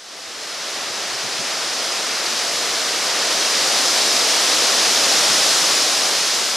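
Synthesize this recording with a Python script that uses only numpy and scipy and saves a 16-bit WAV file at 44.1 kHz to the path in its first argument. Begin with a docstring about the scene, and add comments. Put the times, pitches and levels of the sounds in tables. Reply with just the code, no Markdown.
"""A stand of tall pines: a storm gust builds, peaks after about five and a half seconds and eases.
Boughs roar, twigs rush, needles hiss and sizzle: filtered noise that follows the gust, with one short echo.
Dry leaves tick: random clicks through short resonances, denser and louder in the gust.
Eddies bump and a breeze rumbles at the microphone: low noise in short puffs and slow spells.
Its two close ports differ only in the treble and in this low wind noise."""
import sys
import numpy as np
from scipy import signal
from scipy.fft import rfft, irfft
from scipy.io import wavfile

SR = 44100
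rng = np.random.default_rng(int(sys.argv[2]) if len(sys.argv) > 2 else 0)


def store_wav(level_fs):
    """Save 16-bit WAV to argv[1]."""
    pcm = np.round(np.clip(np.atleast_2d(level_fs), -1, 1) * 32767)
    wavfile.write(sys.argv[1], SR, pcm.T.astype(np.int16))


N = 289296
T = np.arange(N) / SR
HZ = np.maximum(np.arange(N // 2 + 1) * SR / N, 1)
SIDES = np.array([[1], [-1]])  # left, right

# relative colour of the wind in the trees: pitch_hz, density_db
TREE_COLOUR = [(25, -52), (100, -22.5), (180, -13.5), (310, -4), (480, -2.5), (680, -2.1), (950, -3.5),
               (2700, -5), (4100, -2), (5250, 0), (6300, -3), (7600, -7.5), (10500, -12.5), (15200, -29)]


def from_db(db):
    """Decibels to gain."""
    return 10 ** (np.asarray(db) / 20)


def rms_one(x):
    """Scale to rms 1, over all channels together."""
    return x / np.sqrt(np.mean(x ** 2) + 1e-20)


def over_hz(points):
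    """Interpolate (Hz, value) points on a log-frequency axis."""
    hz, value = np.transpose(points)
    return np.interp(np.log(HZ), np.log(hz), value)


def white(channels):
    """Spectra of independent white noises."""
    return rfft(rng.standard_normal((channels, N)))


def drift(corner_hz):
    """Slow random wander of rms 1: noise low-passed at corner_hz."""
    return rms_one(irfft(white(channels=1)[0] / (1 + (HZ / corner_hz) ** 2), N))


def at_ports(pair):
    """Mix two independent spectra to left and right: alike while waves are long against the port spacing."""
    # likeness of the ports: pitch_hz, correlation
    likeness = [(700, 1.0), (1700, 1), (2000, 1), (2600, 0.99), (3800, 0.91), (6000, 0.88), (8000, 0.74),
                (10500, .6), (12500, 0.57), (15000, .22)]
    # left over right: pitch_hz, balance_db
    balance = [(3000, 0), (5000, 1.1), (5900, -0.5), (7000, .5), (8500, 0.3), (11300, 3.5), (15000, -1)]
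    # lead of the left port: pitch_hz, phase_rad
    phase = [(3200, 0), (5300, -0.1), (8500, -.12), (12300, -0.5), (15000, -.55)]
    alike = np.clip(over_hz(likeness), 0, 1)
    common = np.sqrt(1 + alike) * pair[0]
    opposed = SIDES * np.sqrt(1 - alike) * pair[1]
    gain = from_db(SIDES * over_hz(balance) / 2)
    turn = np.exp(.5j * SIDES * over_hz(phase))
    return (common + opposed) * gain * turn


def with_echo(spectrum):
    """One dull reflection off a nearby surface lays a faint ripple over the spectrum."""
    delay_s, echo_db, cut_hz = 0.00156, -16.5, 1400
    delay = np.exp(-2j * np.pi * HZ * delay_s)
    dulling = 1 / (1 + (HZ / cut_hz) ** 4)
    return spectrum * (1 + from_db(echo_db) * delay * dulling)


def gust_level(strong_db, follows, lead_s):
    """Level of one size of wood: high crowns meet the gust first, the finest parts answer most steeply."""
    # gust in the nearest trees: time_s, strength_db
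    gust = [(0.75, -28.5), (1.75, -25.1), (2.3, -23.5), (3.05, -22.5), (3.5, -20), (4.1, -18.5), (4.9, -18),
            (5.45, -17.0), (5.8, -18.5), (6.4, -21), (6.8, -24.5)]
    strong_wind_db = -18
    strength_db = np.interp(T + lead_s, *np.transpose(gust))
    return strong_db + follows * (strength_db - strong_wind_db)


def shedding(size, level_db, sway_db, sway_hz):
    """Eddies shed by one size of wood (0 boughs .. 3 needle tips): thinner is higher; swaying makes it swell."""
    # roar to rush, rush to hiss, hiss to sizzle: crossover_hz
    crossovers = [900, 3000, 7000]
    below = [0] + [1 / (1 + (HZ / hz) ** 8) for hz in crossovers] + [1]
    band = np.sqrt(np.maximum(below[size + 1] - below[size], 0))
    colour = from_db(over_hz(TREE_COLOUR)) * band
    noise = irfft(with_echo(at_ports(white(channels=2) * colour)), N)
    mono_rms = noise.mean(axis=0).std()
    return noise / mono_rms * from_db(level_db + sway_db * drift(sway_hz))


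def leaves(hiss_db, peak_per_s, spread_db, under_db, cycles):
    """Leaves and twig ends knock together, more often in the gust; each tick falls 60 dB in some cycles."""
    peak_db = hiss_db.max()
    chance = peak_per_s / SR * from_db(hiss_db - peak_db)
    pitches_hz = np.geomspace(3200, 10000, num=10)
    ticks = np.zeros((2, N))
    for side in ticks:
        born = rng.random(N) < chance
        heights_db = spread_db * np.minimum(rng.exponential(1, N), 5)
        heights = from_db(heights_db) * rng.choice([-1, 1], N)
        leaf = rng.integers(len(pitches_hz), size=N)
        for k, hz in enumerate(pitches_hz):
            r = from_db(-60 * hz / (cycles * SR))  # decay per sample
            w = 2 * np.pi * hz / SR
            clicks = heights * (born & (leaf == k)) + 1e-18
            resonance = [np.sin(w), 0, -np.sin(w)], [1, -2 * r * np.cos(w), r * r]
            side += signal.lfilter(*resonance, clicks)
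    rustle = irfft(at_ports(rfft(ticks) * from_db(over_hz(TREE_COLOUR))), N)
    # tick rate carries part of the swell, so tick loudness follows only half the gust in dB
    return rms_one(rustle) * from_db((hiss_db + peak_db) / 2 + under_db)


def buffets(low_cut_hz):
    """Eddies hit the microphone: short dull puffs of turbulence; those that reach higher pass sooner."""
    # eddies: time_s, level_db, top_hz, left_over_right_db
    eddies = [(.285, -54, 110, 2), (.365, -57, 100, 0), (.905, -48, 260, 5), (1.145, -44, 150, -3),
              (1.254, -36, 260, -6), (1.402, -34, 260, -4), (5.071, -39, 350, -4), (5.302, -31, 550, -1),
              (5.348, -31, 560, 2), (5.63, -40, 350, 1)]
    ref_length_s, ref_top_hz = .014, 300  # length: centre to 1/e
    out = np.zeros((2, N))
    for time_s, level_db, top_hz, pan_db in eddies:
        length_s = ref_length_s * np.sqrt(ref_top_hz / top_hz)
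        edges_hz = [min(low_cut_hz, top_hz / 2), top_hz]
        band = signal.butter(3, edges_hz, "band", fs=SR, output="sos")
        swell = np.exp(-((T - time_s) / length_s) ** 2)
        puff = signal.sosfilt(band, rng.standard_normal((2, N))) * swell
        puff /= np.sqrt(np.sum(puff ** 2, axis=1, keepdims=True) / np.sum(swell ** 2))
        out += puff * from_db(level_db + SIDES * pan_db / 2)
    return out


def port_air(lumpy_db):
    """Breeze over the ports: lumpy rumble, independent at each; every spell swells and dies away."""
    # relative colour of the rumble: pitch_hz, density_db
    colour = [(15, -22), (35, -13), (70, -2), (120, 2), (280, 0), (480, -7), (800, -21), (2000, -24)]
    # spells of breeze: time_s, rumble_db, length_s (centre to 1/e)
    spells = [(.45, -64, .25), (1.05, -56, .22), (2.75, -55, 0.26), (5.3, -49, 0.43)]
    calm_db = -68  # floor under the spells
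    rumble = rms_one(irfft(white(channels=2) * from_db(over_hz(colour)), N))
    flow = from_db(calm_db)
    for time_s, rumble_db, length_s in spells:
        flow = flow + from_db(rumble_db) * np.exp(-((T - time_s) / length_s) ** 2)
    return rumble * flow * from_db(lumpy_db * drift(corner_hz=8))


def scene():
    """One gust drives all parts of the trees; eddies and breeze act on the microphone."""
    # response to the gust: level_in_strong_wind_db, db_per_gust_db, lead_s
    boughs = (-28, 0.84, 0.26)
    twigs = (-23.5, 0.77, 0.2)
    needles = (-18.5, 1, 0)
    needle_tips = (-25.5, 1.15, -0.078)
    hiss_db = gust_level(*needles)
    roar = shedding(size=0, level_db=gust_level(*boughs), sway_db=0.33, sway_hz=5)
    rush = shedding(size=1, level_db=gust_level(*twigs), sway_db=0.35, sway_hz=6)
    hiss = shedding(size=2, level_db=hiss_db, sway_db=0.21, sway_hz=9)
    sizzle = shedding(size=3, level_db=gust_level(*needle_tips), sway_db=0.35, sway_hz=14)
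    rustle = leaves(hiss_db, peak_per_s=1500, spread_db=3.0, under_db=-13.5, cycles=25)
    trees = roar + rush + hiss + sizzle + rustle
    return trees + buffets(low_cut_hz=105) + port_air(lumpy_db=2.0)


def record(dry):
    """The sound fades in; the top is cut steeply."""
    fade_in_s, fade_from_db, cutoff_hz = .75, -13, 15200
    fade = np.interp(T, [0, fade_in_s], [from_db(fade_from_db), 1])
    low_pass = 1 / np.sqrt(1 + (HZ / cutoff_hz) ** 400)
    return irfft(rfft(dry * fade) * low_pass, N)


dry = scene()
out = record(dry)
store_wav(out)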